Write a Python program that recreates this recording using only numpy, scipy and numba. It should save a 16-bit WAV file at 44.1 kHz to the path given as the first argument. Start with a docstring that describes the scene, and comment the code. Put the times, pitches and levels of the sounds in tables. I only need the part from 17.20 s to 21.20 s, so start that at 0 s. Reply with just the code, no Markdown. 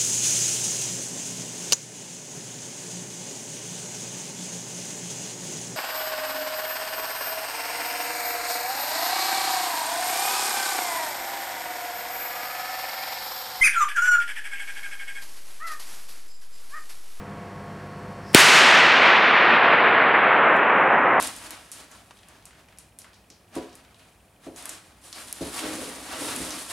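"""A high-voltage spark jumps from a hanging electrode in a large laboratory hall.
The air hisses and ticks as the voltage rises, then cracks; the hall roars on for seconds, ever duller.
The blast overloads the microphone, and the camera's gain control holds the dying roar almost level.
Transformer hum, ventilation and microphone hiss run underneath."""
import sys
import numpy as np
from scipy import signal
from scipy.fft import rfft, irfft, next_fast_len
from scipy.io import wavfile
from scipy.ndimage import map_coordinates
from numba import njit

SR = 44100
rng = np.random.default_rng(int(sys.argv[2]) if len(sys.argv) > 2 else 0)


def int16_out(signal):
    """Quantize to a 16-bit WAV file."""
    q = np.round(np.clip(np.atleast_2d(signal).T, -1, 1) * 32767)
    wavfile.write(sys.argv[1], SR, q.astype(np.int16))


N = 176400
T = np.arange(N) / SR

# ventilation and microphone hiss: freq_hz, density_db_per_hz
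AIR_SPECTRUM = [(15, -60), (30, -43), (60, -49.5), (130, -65), (185, -62.5), (240, -71.5), (400, -70),
                (700, -74.5), (1200, -77.5), (1800, -80), (2500, -87), (3500, -96), (5000, -99),
                (7000, -101), (10000, -102), (15000, -107)]
# strong transformer lines: pitch_hz, rms_db
HUM_LINES = [(99.9, -39.5), (149.9, -47), (199.9, -48), (499.7, -51.7), (699.6, -50), (899.5, -61),
             (949.4, -59), (1099.3, -52.3), (1149.3, -62), (1699, -66), (3148, -73), (4347, -70),
             (4747, -75)]
# envelope of the weak upper mains harmonics: freq_hz, line_rms_db
BUZZ_SPECTRUM = [(1000, -70), (1700, -73), (2500, -82.5), (3800, -84.5), (4600, -84.5), (5600, -83),
                 (6700, -94.5), (8100, -85.5), (9200, -93.5), (12000, -94.5)]
# corona at full strength: freq_hz, density_db_per_hz
CORONA_SPECTRUM = [(2500, -120), (4200, -97.5), (5200, -79.5), (6200, -98), (10000, -99), (15000, -106)]
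# small bright ticks with a short room tail: start_s, level_db
TICK_EVENTS = [(1.1319, -35), (3.3657, -26.5)]
# brief treble crackles as the loud roar overloads: start_s, level_db
SPIT_EVENTS = [(1.750, -13), (1.770, -14), (1.818, -16), (1.832, -14), (1.866, -13), (1.97, -7),
               (2.114, -27), (2.312, -27), (2.495, -29.5), (2.662, -31), (2.823, -30), (2.987, -33)]
# hall roar before decay and swells: freq_hz, density_db_per_hz
ROAR_SPECTRUM = [(25, -22), (60, -22), (100, -25.5), (160, -23), (250, -20.5), (400, -17), (700, -14),
                 (1200, -10), (1800, -8.5), (2500, -9.5), (3500, -13.5), (5000, -17.5), (7000, -19),
                 (10000, -20.5), (15000, -31)]
# hall decay: freq_hz, t60_s
HALL_DECAY = [(100, 6.56), (400, 7.09), (800, 7.42), (1200, 6.29), (1800, 5.31), (2500, 4.235), (3500, 3),
              (5000, 1.927), (7000, 1.224), (10000, .8), (15000, .52)]
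# clusters of wall echoes: centre_s, half_width_s, boost_db
ECHO_CLUSTERS = [(1.203, 0.016, 4.5), (1.37, .04, 2.5), (1.52, 0.092, 1), (1.892, 0.033, 1.5),
                 (2.33, 0.032, 2), (2.53, 0.018, 1.6)]
# forming spark channel: freq_hz, relative_db
LEADER_SPECTRUM = [(100, -12.5), (2000, 0.5), (4000, -11), (15000, -18)]
# breakdown crack: freq_hz, relative_db
CRACK_SPECTRUM = [(100, -21), (1000, -6), (4000, -3.5), (10000, 4.5), (16000, -0.5)]

MAINS_HZ, BUZZ_SCATTER_DB = 49.97, 6.5
CORONA_FULL_S, CORONA_RISE_DB_PER_S = 1.09, 220
TICK_LOW_CUT_HZ, TICK_T60_S, TICK_ROOM_DB, TICK_ROOM_T60_S = 6000, 0.0076, -15.5, 0.1605
BUILD_DB, BUILD_S, FLUTTER_DB = -7, 0.017, -0.48
LEADER_DB, LEADER_RISE_DB_PER_S = -20.5, 2001.5
SPARK_S, CRACK_DB, CRACK_T60_S = 1.1468, 20.5, 0.032
BLAST_DELAY_S, BLAST_HZ, BLAST_DB, BLAST_T60_S = .002, 330, 35.5, 0.013
MIC_CEILING_DB, MIC_KNEE, MIC_TREBLE_HZ = 26, 14, 11200
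AGC_THRESHOLD_DB, AGC_SLOPE = -16.5, 0.85
AGC_ATTACK_S, AGC_RELEASE_S, AGC_SENSE_S = 0.0021, 0.3, 0.006
CHOKE_DB, CHOKE_ATTACK_S, CHOKE_RELEASE_S = -5, .003, .016
LOW_CUT_HZ, HIGH_CUT_HZ = 140, 15900


def amp(db):
    """Decibels to gain."""
    return 10 ** (np.asarray(db) / 20)


def along(points, hz):
    """Interpolate (freq_hz, value) points on a log frequency axis."""
    freqs_hz, values = np.transpose(points)
    return np.interp(np.log(hz + 1), np.log(freqs_hz + 1), values)


def filtered(x, response):
    """Zero-phase filter with gain response(hz)."""
    size = next_fast_len(N + SR // 2)
    return irfft(rfft(x, size) * response(np.fft.rfftfreq(size, 1 / SR)), size)[..., :N]


def noise(spectrum):
    """Noise shaped to (freq_hz, density_db_per_hz) points."""
    return filtered(rng.standard_normal(N), lambda hz: amp(along(spectrum, hz)) * np.sqrt(SR / 2))


def wobble(rate_hz):
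    """Smooth random curve, rate_hz knots a second."""
    return map_coordinates(rng.standard_normal(int(N * rate_hz / SR) + 4), [T * rate_hz])


def decay(start_s, t60_s):
    """Instant onset, exponential decay."""
    return (T >= start_s) * np.exp(-np.log(1000) * np.maximum(T - start_s, 0) / t60_s)


@njit
def follow(x, attack_s, release_s):
    """One-pole follower with separate rise and fall times."""
    out, level = np.empty_like(x), 0.
    for i in range(len(x)):
        level += (x[i] - level) / (SR * (attack_s if x[i] > level else release_s))
        out[i] = level
    return out


def room_air():
    """Steady ventilation rumble and microphone hiss."""
    return noise(AIR_SPECTRUM)


def transformer():
    """Mains harmonics: strong, slightly unsteady lines plus a fine buzz."""
    hum = sum(amp(db + .5 * wobble(rate_hz=3)) * np.sin(2 * np.pi * (hz * T + rng.random()))
              for hz, db in HUM_LINES)
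    buzz_hz = np.arange(20, 240) * MAINS_HZ
    buzz_db = along(BUZZ_SPECTRUM, buzz_hz) + BUZZ_SCATTER_DB * rng.uniform(-1, 1, len(buzz_hz))
    phasors = np.exp(2j * np.pi * rng.random(len(buzz_hz)))
    bins = np.zeros(N // 2 + 1, complex)
    bins[np.round(buzz_hz * N / SR).astype(int)] = amp(buzz_db) * phasors
    buzz = irfft(bins, N) * N / 2
    return np.sqrt(2) * (hum + buzz)


def corona():
    """Hiss that grows with the voltage and stops at breakdown."""
    rise_db = CORONA_RISE_DB_PER_S * np.minimum(T - CORONA_FULL_S, 0)
    return noise(CORONA_SPECTRUM) * amp(rise_db) * (T < SPARK_S)


def ticks():
    """Bright snaps with a short room tail; spits without one."""
    hiss = filtered(rng.standard_normal(N),
                    lambda hz: hz ** 2 / (hz ** 2 + TICK_LOW_CUT_HZ ** 2) / (1 + (hz / 12000) ** 4))
    snaps = sum(amp(db) * (decay(s, TICK_T60_S) + amp(TICK_ROOM_DB) * decay(s, TICK_ROOM_T60_S))
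                for s, db in TICK_EVENTS)
    spits = sum(amp(db) * decay(s, t60_s=.003) for s, db in SPIT_EVENTS)
    return hiss / hiss.std() * (snaps + spits)


def hall_roar():
    """Dense echoes build up and swell in clusters; air absorbs the treble first."""
    hz, frame_s, frames = signal.stft(noise(ROAR_SPECTRUM), SR, nperseg=512)
    fade = np.exp(-np.log(1000) * np.maximum(frame_s - SPARK_S, 0) / along(HALL_DECAY, hz)[:, None])
    tail = signal.istft(frames * fade, SR, nperseg=512)[1][:N]
    swell_db = sum(db * np.exp(-((T - s) / width_s) ** 2) for s, width_s, db in ECHO_CLUSTERS)
    build_db = BUILD_DB * np.exp(-np.maximum(T - SPARK_S, 0) / BUILD_S)
    return tail * amp(swell_db + build_db + FLUTTER_DB * wobble(rate_hz=28)) * (T >= SPARK_S)


def spark():
    """The channel sputters as it forms, then cracks; the heated air sends out a low pressure wave."""
    burst, leader = noise(CRACK_SPECTRUM), noise(LEADER_SPECTRUM)
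    sputter_db = LEADER_DB + LEADER_RISE_DB_PER_S * np.minimum(T - SPARK_S, 0)
    sputter = leader / leader.std() * amp(sputter_db) * (T < SPARK_S)
    crack = amp(CRACK_DB) * burst / burst.std() * decay(SPARK_S, CRACK_T60_S)
    blast_s = SPARK_S + BLAST_DELAY_S
    blast = amp(BLAST_DB) * np.sin(2 * np.pi * BLAST_HZ * (T - blast_s)) * decay(blast_s, BLAST_T60_S)
    return sputter + crack + blast


def scene():
    """Mono sum on two channels."""
    mix = hall_roar() + spark() + room_air() + transformer() + corona() + ticks()
    return np.array([mix, mix])


def microphone(x):
    """The capsule flattens peaks and softens the treble."""
    flattened = x / (1 + np.abs(x / amp(MIC_CEILING_DB)) ** MIC_KNEE) ** (1 / MIC_KNEE)
    return filtered(flattened, lambda hz: 1 / np.sqrt(1 + (hz / MIC_TREBLE_HZ) ** 4))


def gain_control(x):
    """Turns loud sound down within milliseconds; recovers slowly."""
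    pole = np.exp(-1 / (AGC_SENSE_S * SR))
    level_db = 10 * np.log10(signal.lfilter([1 - pole], [1, -pole], x * x) + 1e-12)
    cut_db = AGC_SLOPE * np.maximum(level_db - AGC_THRESHOLD_DB, 0)
    return x * amp(-follow(cut_db, AGC_ATTACK_S, AGC_RELEASE_S))


def amplifier(x):
    """Clips at full scale and stays briefly choked."""
    overload = (np.abs(x) > 1).astype(float)
    choke = follow(overload, CHOKE_ATTACK_S, CHOKE_RELEASE_S)
    return np.clip(x * amp(CHOKE_DB * choke), -1, 1)


def record(dry):
    """Overloaded microphone, gain control, low cut, clipping, steep high cut."""
    levelled = gain_control(microphone(dry[0]))
    low_cut = signal.butter(3, LOW_CUT_HZ, "high", fs=SR, output="sos")
    clipped = amplifier(signal.sosfilt(low_cut, levelled))
    return filtered(np.array([clipped, clipped]), lambda hz: 1 / (1 + (hz / HIGH_CUT_HZ) ** 160))


dry = scene()
out = record(dry)
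int16_out(out)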